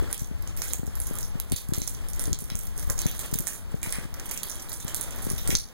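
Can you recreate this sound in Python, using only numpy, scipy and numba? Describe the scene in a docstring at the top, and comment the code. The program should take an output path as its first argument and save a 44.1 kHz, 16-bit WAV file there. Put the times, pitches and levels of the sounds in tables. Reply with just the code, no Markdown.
"""A sole scuffs, close by: slow steps over grit and plaster rubble on a concrete floor, in a bare room.
Grit crunches, stones crack underfoot and crumble, plaster lumps grate and loose flakes clink.
One heel lands heavily midway; at the end a hard shard snaps. Faint air comes in at the open windows.
The microphone is a small stereo camera in the walker's hand. Its body picks up every jolt as a low
bump, and its gain control ducks on the loudest cracks."""
import sys
import numpy as np
from scipy import signal
from scipy.fft import rfft, irfft, next_fast_len
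from scipy.io import wavfile
from scipy.ndimage import uniform_filter1d
from numba import njit

SR = 44100
rng = np.random.default_rng(int(sys.argv[2]) if len(sys.argv) > 2 else 0)


def generate_wav(signal):
    """Clip the signal to [-1, 1] and save it as 16-bit WAV at the path in sys.argv[1]."""
    frames = np.transpose(np.atleast_2d(signal))
    scaled = np.clip(frames, -1, 1) * 32767
    pcm = np.round(scaled).astype(np.int16)
    wavfile.write(sys.argv[1], SR, pcm)


N = 252693
TIME = np.arange(N) / SR
FFT_SIZE = next_fast_len(N + SR // 2)
FREQ = np.arange(FFT_SIZE // 2 + 1) * SR / FFT_SIZE


def undb(db):
    """Decibels to gain."""
    return 10 ** (np.asarray(db) / 20)


def unit(x):
    """Scale to rms 1."""
    return x / np.sqrt(np.mean(x ** 2))


def energy(x, db):
    """Scale a short sound to a total energy."""
    return x * undb(db) / np.sqrt(np.sum(x ** 2))


def shape(points):
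    """Gain over frequency from (Hz, dB) points."""
    hz, db = np.transpose(points)
    return undb(np.interp(np.log(FREQ + 1), np.log(hz), db))


def filtered(x, response):
    """Apply a frequency response."""
    return irfft(rfft(x, FFT_SIZE) * response, FFT_SIZE)[..., :N]


def ring(x, hz, width):
    """One resonance, gain 1 at its centre."""
    hz = min(hz, .42 * SR)
    return signal.lfilter(*signal.iirpeak(hz, hz / width, fs=SR), x)


def add(track, s, sound):
    """Mix a sound in at time s."""
    i = max(int(s * SR), 0)
    track[i:i + len(sound)] += sound[:N - i]


def flicker(depth, samples, size=N):
    """An uneven gain that wanders over about this many samples."""
    return np.exp(depth * unit(uniform_filter1d(rng.standard_normal(size), size=samples)))


def diffuse(size=N):
    """Noise from all sides at two close capsules: alike in the bass, unrelated in the treble."""
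    mid, side = rng.standard_normal((2, size))
    spread = np.minimum(np.fft.rfftfreq(size, 1 / SR) / 2100, 1) ** .5
    side = irfft(rfft(side) * spread, size)
    return unit(np.array([mid + side, mid - side]))


def scatter(spread_db, count):
    """Fragment sizes: many small, a few large."""
    return undb(spread_db * np.minimum(rng.exponential(size=count), 4))


def chips(times_s, sizes, hz, turns, length=192):
    """Fragments that each ring at their own pitch, dying away over about `turns` cycles."""
    n = np.arange(length)
    cycles = np.outer(hz / SR, n)
    decay_cycles = turns * rng.uniform(.3, 1.7, (len(hz), 1))
    rings = np.sin(2 * np.pi * cycles) * np.exp(-cycles / decay_cycles)
    at = (times_s * SR).astype(int)[:, None] + n
    return np.bincount(at.ravel(), (rings * (sizes * np.sqrt(hz))[:, None]).ravel())


def strokes(rows, attack_s, release_s, rest_db):
    """Effort of the feet: each movement builds up, holds and dies away, over a resting level."""
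    power = undb(rest_db) ** 2
    for s, hold_s, db in rows:
        fade = np.maximum(s - TIME, 0) / attack_s + np.maximum(TIME - s - hold_s, 0) / release_s
        power = power + (undb(db) * np.exp(-fade)) ** 2
    return np.sqrt(power)


# Slides of a sole or trouser leg. Each row: start in seconds, hold in seconds, level in dB.
SLIDE_STROKES = [(0.0, .125, -36), (0.44, 0.065, -45.5), (0.58, .2, -44.5), (0.9, 0.11, -47),
                 (1.07, .14, -42.5), (1.35, .04, -46), (1.735, .025, -40), (1.87, .2, -45.5),
                 (2.18, 0.11, -41), (2.48, .2, -50.5), (2.76, 0.089, -45.5), (2.897, 0.014, -36),
                 (2.98, 0.18, -38), (3.2, .06, -36.5), (3.3, .27, -44), (3.7, .07, -47.5), (3.83, .08, -42),
                 (3.96, .08, -39), (4.17, .16, -43.5), (4.43, .32, -45), (4.86, 0.54, -40),
                 (5.45, .095, -37.5)]

def sliding():
    """How hard soles and cloth slide; the cloth never quite comes to rest."""
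    return strokes(SLIDE_STROKES, attack_s=.016, release_s=.03, rest_db=-54.5)


# Tone of a sliding sole. Each row: frequency in Hz, level in dB.
SCUFF_SPECTRUM = [(150, 13.5), (400, 9), (900, 1), (1900, -1.5), (3200, -11.5), (5000, -9), (12000, -9.5)]

def scuff(slide, level_db=-2):
    """Rubber and cloth slide in uneven catches, just below the microphone."""
    catches = flicker(.25, samples=300)
    return unit(filtered(diffuse(), shape(SCUFF_SPECTRUM)) * catches) * slide * undb(level_db)


# Tone of the air outside. Each row: frequency in Hz, level in dB.
AIR_SPECTRUM = [(30, -45), (150, 17), (400, 6), (1000, -0.5), (2000, -6), (5000, -13), (10000, -9),
                (15000, -12)]

def window_air(level_db=-48.5):
    """Steady outdoor air comes through the open windows and reaches the microphone from all sides."""
    return unit(filtered(diffuse(), shape(AIR_SPECTRUM))) * undb(level_db)


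# Jolts of the camera. Each row: start in seconds, level in dB, swing in Hz, then finger rub and
# casing tap in dB relative to the swing.
JOLTS = [(0.021, -28, 119, -5.5, -12), (0.218, -24, 100, -21, -13), (0.312, -25.5, 161, -27, -16),
         (0.794, -24.5, 106, -29, -9), (0.8318, -25, 128, -18, -0.5), (0.877, -25.5, 71, -18, -6),
         (1.11, -25, 158, -24, -2.5), (1.354, -22.5, 142, -27, -15), (1.514, -23, 129, -30, -12),
         (1.523, -17, 189, -32, -6.5), (1.535, -19, 86.6, -34, -27), (1.69, -21.5, 133, -30, -22),
         (1.721, -17, 134, -21, -14), (1.778, -20, 100, -14.5, -12), (1.817, -26, 148, -22, -14),
         (2.277, -23.5, 120, -12, -13), (2.294, -28, 160, -16, -10), (2.311, -23, 90, -23, -20),
         (2.325, -22, 110, -19, -14), (2.42, -29.5, 148, -16, -12), (2.519, -26.5, 142, -27, -20),
         (2.55, -25, 71, -14.5, -25), (2.875, -25, 81, -25, -16), (2.895, -23.5, 93, -16, -9),
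         (3.0569, -12.5, 123, -23.5, -9.5), (3.327, -20.5, 118, -21, -11), (3.354, -21, 150, -23, -22),
         (3.399, -22.5, 123, -17, -18), (3.742, -19, 130, -21, -12), (3.871, -27.5, 131, -24, -12),
         (3.984, -25, 140, -25, -11), (4.052, -29, 131, -26, -14), (4.849, -26, 138, -37, -21),
         (5.268, -22, 141, -23, 0), (5.312, -23.5, 144, -20, -5), (5.333, -21.5, 99, -35, -21),
         (5.491, -17.5, 123, -13, -8), (5.527, -19.5, 140, -15, -1.5), (5.546, -21, 128, -24, -3)]
# Tone of the hand's rumble. Each row: frequency in Hz, level in dB.
HAND_SPECTRUM = [(15, 12), (28, 6), (65, 9.5), (120, -2.5), (200, -12), (350, -24), (700, -45),
                 (2000, -37.5)]
# Rise and fall of that rumble. Each row: time in seconds, relative level in dB.
HAND_LEVELS = [(0.0, -45), (0.15, -56), (0.43, -50.5), (0.72, -56), (1.2, -52), (1.55, -58), (2.25, -51),
               (2.65, -56), (2.95, -48), (3.56, -59), (3.85, -53), (4.5, -64), (5.2, -55.5), (5.54, -45.5),
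               (5.73, -72)]

def camera_body(swing_cycles=.28, rub_s=.015, tap_s=.00073, rumble_db=15):
    """Right at the microphone: jolts tap and swing the casing, fingers rub on it, the hand rumbles."""
    bumps, t = np.zeros(N), TIME[:8192]
    tap = (t / tap_s) ** 2 * np.exp(2 - 2 * t / tap_s)
    for s, db, hz, rub_db, tap_db in JOLTS:
        cycles = t * hz
        swing = np.sin(2 * np.pi * cycles) * cycles / swing_cycles * np.exp(1 - cycles / swing_cycles)
        friction = ring(rng.standard_normal(len(t)), 2.38 * hz, width=146)
        rub = unit(ring(friction, 2.42 * hz, width=210)) * np.exp(-t / rub_s)
        add(bumps, s, undb(db - .37) * (swing + undb(rub_db + 2) * rub - undb(tap_db) * tap))
    rumble = unit(filtered(rng.standard_normal(N), shape(HAND_SPECTRUM)))
    grip = undb(np.interp(TIME, *np.transpose(HAND_LEVELS)) + rumble_db)
    # the casing shakes mainly the left capsule, and the right in opposite polarity
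    return (bumps + rumble * grip) * np.array([[undb(8.5)], [-undb(-7.5)]])


def crunch(weight, spectrum, spread_db, band_hz, count):
    """Particles crushed under the sole in small collapses, more of them as the weight comes on."""
    rate = np.sqrt(unit(weight))
    density = rate * flicker(.8, samples=400)
    times = np.interp(rng.random(count), np.cumsum(density) / np.sum(density), TIME)
    pitches = rng.uniform(*band_hz, count)
    ticks = np.zeros(N)
    add(ticks, 0, chips(times, scatter(spread_db, count), pitches, turns=1.1))
    return unit(filtered(ticks / np.sqrt(rate), shape(spectrum))) * weight


# A foot bears down on the grit. Each row: start in seconds, hold in seconds, level in dB.
FOOT_PRESSES = [(0.19, .05, -45), (0.625, .085, -38.5), (0.96, .03, -47), (1.06, .17, -41),
                (1.55, .06, -45), (1.8, .16, -46), (2.21, .05, -37.5), (2.45, .02, -46), (2.6, .04, -42),
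                (2.79, .1, -42.5), (3.0, .28, -39), (3.39, .17, -42), (3.75, .06, -51), (3.89, .05, -39.5),
                (4.25, .03, -46), (4.34, .22, -42), (4.69, .72, -43), (5.51, .07, -35.5)]
# Tones of fine sand and of coarser gravel. Each row: frequency in Hz, level in dB.
SAND_SPECTRUM = [(500, 6), (1500, -99), (3200, -1), (4800, -7.5), (6200, 3.5), (7800, -3.5), (9400, 6),
                 (12000, 1), (15500, 0.5)]
GRAVEL_SPECTRUM = [(1500, -6), (2600, 4), (3300, 11), (4300, -7), (5200, 2), (6300, 2), (9000, 11.5)]

def grit(slide, gravel_db=-53):
    """Fine sand crackles under the walker's weight; gravel scrapes along with the sliding sole."""
    weight = strokes(FOOT_PRESSES, attack_s=.025, release_s=.04, rest_db=-61.5)
    drag = unit(slide ** .91)
    sand = crunch(weight, SAND_SPECTRUM, spread_db=4, band_hz=(4200, 16000), count=2400)
    gravel = crunch(drag, GRAVEL_SPECTRUM, spread_db=2, band_hz=(1600, 8540), count=2600)
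    return sand + undb(gravel_db) * gravel


# Tone of the cracks as the microphone hears them: thin bass, two bright peaks.
# Each row: frequency in Hz, gain in dB.
CRACK_TONE = [(600, -69), (2000, -1.5), (4400, -9), (6000, 3.5), (7800, 1.5), (9500, 3.5), (13000, 1),
              (15000, 2)]
# Echoes off the nearest wall and the ceiling. Each row: delay in seconds, relative level in dB.
SLAP_ECHOES = [(0.0065, -16), (0.0161, -19)]
# Stones cracking under a sole. Each row: start in seconds, level in dB, ring in Hz, then offsets
# in dB for the crumbs and for the room's echo.
STONE_CRACKS = [(0.1126, -15, 10700, -8, 3), (0.1282, 2, 9300, -19, -3), (0.1371, -13, 10400, -12, -6),
                (0.1444, -7, 12000, -12, -2), (0.179, -11.5, 7000, 3, -6), (0.194, -17, 11900, 8, 9),
                (0.273, -24, 11800, -6, -2), (0.424, -17.5, 12000, 3, -7), (0.4756, -16.5, 6360, -4, 1.5),
                (0.566, -19, 9300, -6, 9), (0.5735, -13.5, 12800, 7, 6), (0.6191, -4.5, 6260, 3, -0.5),
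                (0.6212, -7.5, 9400, -4, -2), (0.6408, -12, 12100, -2, 8), (0.6892, -14.5, 10100, -4, -2),
                (0.7346, 2.5, 8100, -2, -1.5), (0.86, -23, 13100, -8, -3), (0.8673, -18.5, 7650, 8.5, 0),
                (0.954, -13.5, 12100, 2.5, 2), (1.0018, -5.5, 10100, -21, 1.5),
                (1.0172, -13.5, 9500, -8, 3), (1.0367, -16, 12700, -5, 0), (1.0697, -10, 11500, 7, 2),
                (1.1545, -11.5, 9900, -8, 2), (1.187, -6, 9400, -3, -1.5), (1.2095, -15, 10200, -5, 1),
                (1.2297, -11.5, 5500, -6, 2.5), (1.4001, 0, 12500, -21, -6.5), (1.499, -20, 9500, -1, -2),
                (1.52, 0, 8700, -5, -1), (1.5621, -7, 6400, 11.5, 1), (1.579, -15, 7000, -3, -1),
                (1.687, -15, 12100, -13, 1), (1.7362, -1.5, 6300, 3, 0), (1.7473, -7, 6360, -8, -5),
                (1.7658, -9, 12500, -6, 1), (1.7833, -8, 8500, -4, 1), (1.8181, -5, 5570, -8, 1.5),
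                (1.8756, -2, 9100, -5, 2.5), (1.8783, -2.5, 6460, -10, -6), (2.0864, -13, 8800, -3, 4),
                (2.134, -15, 8040, 3, 2), (2.1625, -17, 12100, -6, -6), (2.1948, -5, 9400, 3, 0),
                (2.2167, -9, 9900, -4, -1), (2.2398, -7, 8100, -6, -4), (2.2562, -10, 6600, -6, -1),
                (2.3307, 2.5, 6770, -20, -6), (2.389, -10, 8100, 2, 2.5), (2.4052, -14, 9500, -6, 7),
                (2.4412, -15, 12100, -5, 1), (2.5013, -9.5, 5560, -3, -2), (2.5544, -7, 6600, -3, 1.5),
                (2.59, -11.5, 8400, -2, 0), (2.5929, -12, 12100, -3, 2), (2.6105, -19, 6900, -6, -5),
                (2.6531, -19, 12900, -6, 0), (2.67, -14.5, 6260, -6, -2), (2.778, -11.5, 6560, 6, -4),
                (2.7847, -20, 8400, -4, -3), (2.7961, -12.5, 8900, -7, 3), (2.8279, -16, 14600, -6, -1),
                (2.8999, 0, 6250, 4.5, 0.5), (2.979, -12, 6500, -6, 9), (2.9906, -0.5, 6100, -2, -0.5),
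                (3.0177, -3, 6960, -5, -7), (3.066, -1.5, 6360, 2, 1), (3.0974, -10, 14200, -5, 0),
                (3.1135, -6, 13000, -8, -3), (3.1923, -5, 9200, 0, 6.5), (3.1985, -13, 9000, -3, -8),
                (3.3139, -15, 13350, -8, 0), (3.3381, 0, 14500, 6, -0.5), (3.3419, -0.5, 6860, -10, -7),
                (3.3876, 0.5, 12400, 3.5, -4), (3.3933, -8, 11400, -10, -1), (3.4056, -7, 10800, -9, 0),
                (3.4706, 0, 7700, 2, -3), (3.477, -3.5, 11800, 10.5, 0), (3.533, -11, 8450, 5.5, 3.5),
                (3.7528, -23, 13950, -8, -2), (3.8306, -6, 8200, 9.5, 2.5), (3.8657, -17.5, 6800, 3, 3),
                (3.9065, -16.5, 8440, 2, 4), (3.9246, 0, 9400, -10, 2), (4.1416, -14.5, 5900, -5, 0),
                (4.1982, -13, 6470, -15, -4), (4.2403, -28, 9500, -5, 1), (4.2584, -17.5, 12000, 5, 2),
                (4.2925, -17, 7600, 0, 6), (4.312, -7, 12400, 8.5, 2), (4.376, -7.5, 7740, -20, 0),
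                (4.4325, -5, 8550, -3, 1), (4.4863, -18, 9600, -9, -2), (4.498, -9, 9600, 5, 2),
                (4.5155, -12, 6500, -3, 1), (4.5975, -18.5, 6030, 3, 7), (4.622, -16.5, 9300, -2, 5),
                (4.694, -13.5, 13000, -2, 2), (4.7184, -16, 6700, 15.5, -2), (4.7307, -12, 9300, 7, 2),
                (4.801, -19, 6360, 11, 7), (4.8811, -8.5, 8600, 3, 2), (4.9457, 0.5, 9300, 2, 2.5),
                (5.0116, -1.5, 9500, -12, -1.5), (5.017, -10, 10200, -8, 3), (5.028, -12, 10900, -6, -3),
                (5.0393, -12, 9500, -8, -5), (5.108, -14.5, 9100, 7, -2), (5.226, -16, 9800, 9, 7),
                (5.249, -13.5, 13500, 6, 5), (5.3015, -3.5, 9800, -3, 1.5), (5.3077, -15, 9500, -8, -7),
                (5.318, -10, 12100, -6, -5), (5.3628, -16, 7200, -8, -4), (5.3812, -10.5, 3260, 11, 3.5),
                (5.4755, -2, 9000, 3, 4), (5.4924, -10, 11700, -4, 7), (5.5015, -6, 9600, -3, 6),
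                (5.505, 2, 2570, -4, 5.5), (5.5702, -3, 5900, -9, -16)]

def cracks(snap_s=.00024, crumb_delay_s=.018, chip_turns=3.2):
    """Each stone snaps, splinters and sheds crumbs; gives the direct sound and what reaches the walls."""
    direct, to_walls, t = np.zeros(N), np.zeros(N), TIME[:512]
    for s, db, hz, crumbs_db, echo_db in STONE_CRACKS:
        fracture = rng.standard_normal(len(t)) * np.exp(-t / snap_s)
        tone = energy(ring(fracture, hz, width=1500), db=0)
        bite = energy(ring(fracture, 4300 * rng.uniform(.8, 1.2), width=500), db=-14)
        # big, low-pitched pieces break with a blunter edge
        edge = min(hz / 6000, 1) ** 2 * energy(ring(fracture, 9700, width=12600), db=0)
        splinters = chips(.0014 * rng.random(6), scatter(2.5, 6), rng.uniform(5340, 15200, 6), chip_turns)
        delays = crumb_delay_s * rng.exponential(size=14)
        sizes = scatter(4, 14) * np.exp(-delays / .03)
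        crumbs = chips(delays, sizes, rng.uniform(4500, 14900, 14), chip_turns)
        for delay_s, slap_db in SLAP_ECHOES:
            add(direct, s + delay_s * (1 + .14 * rng.uniform(-1, 1)), energy(tone + edge, db + slap_db))
        # the walls gather the snap from every side, so its echo is less coloured
        for track, level_db, edge_db in (direct, db, -3), (to_walls, db + echo_db, 4):
            add(track, s, energy(tone + bite + undb(edge_db) * edge, level_db + 2))
            add(track, s, energy(splinters, level_db - 7))
            add(track, s, energy(crumbs, level_db + crumbs_db - 7))
    return filtered(np.array([direct, to_walls]), shape(CRACK_TONE))


def knocks(level_db=-17.5, contact_s=.00068):
    """Each breaking stone also knocks dully on the concrete."""
    out = np.zeros(N)
    knock = ring(np.exp(-TIME[:512] / contact_s), hz=1000, width=1300)
    for s, db, *_ in STONE_CRACKS:
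        add(out, s, energy(knock, db + level_db))
    return out


# Larger lumps of plaster. Each row: start in seconds, grating level in dB, pitch in Hz, snap level in dB.
PLASTER_LUMPS = [(0.1285, -13.5, 3700, -17), (0.6192, -14, 2550, -18), (1.147, -19, 1360, -30),
                 (1.4001, -19, 3600, -16), (1.52, -7, 3580, -11), (1.562, -8.5, 3730, -22),
                 (1.7364, -12, 3760, -14), (2.1949, -20.5, 1910, -20), (2.3309, -13.5, 3860, -18),
                 (2.5013, -14.5, 2800, -16), (2.519, -20, 3170, -30), (2.894, -12, 1250, -24),
                 (2.9909, -14.5, 4030, -30), (3.018, -11, 4600, -24), (3.064, -6.5, 3100, -20),
                 (3.113, -19, 4500, -26), (3.192, -19, 3770, -24), (3.235, -15.5, 2980, -30),
                 (3.3382, -13.5, 3970, -15), (3.47, -12, 2230, -13.5), (3.83, -8, 2620, -14),
                 (3.9245, -7, 2330, -13), (4.1417, -23, 1790, -28), (4.312, -15, 2670, -17),
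                 (4.359, -16, 2580, -28), (4.4328, -14.5, 4050, -10), (4.879, -13.5, 2920, -24),
                 (4.9457, -13, 4120, -24), (5.0116, -17.5, 3520, -21), (5.105, -21, 2720, -28),
                 (5.38, -14, 3420, -26), (5.4753, -15.5, 1700, -15), (5.505, -3.5, 2550, -16)]

def lumps(snap_s=.00021, run_s=.08, decay_s=.04, count=24):
    """A lump gives with one dry snap, then grates on the concrete in a dying run of dull ticks."""
    snaps, grating, t = np.zeros(N), np.zeros(N), TIME[:256]
    for s, grating_db, hz, snap_db in PLASTER_LUMPS:
        fracture = rng.standard_normal(len(t)) * np.exp(-t / snap_s)
        add(snaps, s, energy(ring(fracture, hz, width=3500), snap_db - 1))
        delays = run_s * np.linspace(0, 1, count) ** 2 * rng.uniform(.7, 1.3, count)
        pitches = hz * np.exp(.2 * rng.standard_normal(count))
        sizes = scatter(2.6, count) * np.exp(-delays / decay_s)
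        add(grating, s, energy(chips(delays, sizes, pitches, turns=4), grating_db - 2.5))
    return snaps, grating


# Flakes of plaster and tile. Each row: start in seconds, length in seconds, level in dB, pitch in Hz.
DRAGGED_FLAKES = [(0.643, 0.071, -21, 3480), (1.76, .13, -11, 3710), (2.2, 0.084, -19, 3950),
                  (3.13, 0.19, -18, 3510), (4.801, .03, -18.5, 4050)]

def clinks(level_db=-4, count=18):
    """Loose flakes knock together as a sole drags them, each with its own short ring."""
    out = np.zeros(N)
    for s, length_s, db, hz in DRAGGED_FLAKES:
        pitches = hz * np.exp(.2 * rng.standard_normal(count))
        flakes = chips(length_s * rng.random(count), scatter(1.8, count), pitches, turns=9, length=640)
        add(out, s, energy(flakes, db + level_db))
    return out


# Tone of plaster under the heel. Each row: frequency in Hz, level in dB.
HEEL_SPECTRUM = [(200, -1), (500, 6), (900, -12), (1800, 1), (2600, -20), (6000, -12)]

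def heel(start_s=2.892, db=-5, mean_delay_s=.011, count=60):
    """The heaviest step lands on plaster and crushes it in a short, dull crunch."""
    out = np.zeros(N)
    delays = mean_delay_s * rng.gamma(2, .5, count)
    add(out, start_s, chips(delays, scatter(2, count), rng.uniform(400, 3000, count), turns=.6))
    return energy(filtered(out, shape(HEEL_SPECTRUM)), db)


# Resonances of the shard. Each row: frequency in Hz, width in Hz, relative level in dB.
SHARD_RING = [(1400, 850, 5.5), (4640, 900, -3), (6130, 810, 13), (8900, 500, 5.5), (14100, 2000, -8)]

def shard(start_s=5.5526, db=14, snap_s=.00006):
    """A hard flake of tile or glass snaps with a loud, short ring."""
    out = np.zeros(N)
    push = np.exp(-TIME[:1024] / snap_s)
    modes = sum(undb(mode_db) * hz * ring(push, hz, width) / width for hz, width, mode_db in SHARD_RING)
    add(out, start_s, energy(ring(modes, 6200, width=5300), db))
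    return out


def room(direct, to_walls, wet_db, left_db, t60_s=.24, build_s=.0023, positions=14):
    """Direct sound and the short tail of bare walls; echoes bunch and change as the walker moves."""
    out, t, hop = np.zeros((2, 2 * N)), TIME[:16384], N // positions + 1
    out[:, :N] = undb(left_db) * direct, direct
    envelope = undb(-60 * t / t60_s) * np.clip(t / build_s, 0, 1)
    for i in range(0, N, hop):
        bunches = flicker(.4, samples=160, size=len(t))
        tail = energy(diffuse(len(t)) * bunches * envelope, wet_db)
        echoes = signal.fftconvolve(to_walls[None, i:i + hop], tail, axes=1)
        out[:, i:i + echoes.shape[1]] += echoes
    return out[:, :N]


def scene():
    """The floor heard from hand height, stones and grit to the right, with window air and camera bumps."""
    slide = sliding()
    stones, stones_to_walls = cracks()
    lump_snaps, grating = lumps()
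    underfoot = grit(slide)
    rubble = grating + clinks()
    shard_snap, heel_crunch = shard(), heel()
    steps = room(stones + knocks() + underfoot, stones_to_walls + underfoot, wet_db=-1, left_db=-25)
    plaster = room(rubble + lump_snaps, rubble, wet_db=5, left_db=-2)
    snap = room(shard_snap, ring(shard_snap, 4400, width=2900), wet_db=1, left_db=-.5, t60_s=.27)
    landing = room(heel_crunch, heel_crunch, wet_db=-3, left_db=-8)
    return steps + plaster + snap + landing + window_air() + camera_body() + scuff(slide)


@njit
def follow(x, attack, release):
    """Level follower with separate rates for rising and falling."""
    out, level = np.empty(len(x)), 0.
    for i in range(len(x)):
        level += (x[i] - level) * (attack if x[i] > level else release)
        out[i] = level
    return out


def gain_control(x, threshold_db=-23, share=.35, attack_s=.0016, release_s=.18):
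    """The camera takes off a share of any level over the threshold: loud cracks duck everything."""
    level = follow(np.abs(x).max(axis=0), 1 / (attack_s * SR), 1 / (release_s * SR))
    return x / np.maximum(level / undb(threshold_db), 1) ** share


# The left microphone port is shaded in the treble. Each row: frequency in Hz, gain in dB.
LEFT_SHADING = [(1500, 0), (3200, 0), (4600, -1), (8000, -10), (15000, -13)]
# Share of each capsule taken from the other to widen the image. Each row: frequency in Hz, gain in dB.
WIDENING = [(300, -5), (2700, -2.5), (5000, -7), (8000, -14.5), (15000, -18.5)]

def record(dry, cross_delay_s=.000366, top_hz=15800):
    """The camera's two capsules, each minus the other's delayed sound, then ducked, clipped and top-cut."""
    ports = np.array([filtered(dry[0], shape(LEFT_SHADING)), dry[1]])
    delay = np.exp(-2j * np.pi * FREQ * cross_delay_s)
    wide = ports - filtered(ports[::-1], shape(WIDENING) * delay)
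    clipped = np.clip(gain_control(wide), -1, 1)
    return signal.sosfilt(signal.ellip(10, .2, 90, top_hz, fs=SR, output="sos"), clipped)


dry = scene()
out = record(dry)
generate_wav(out)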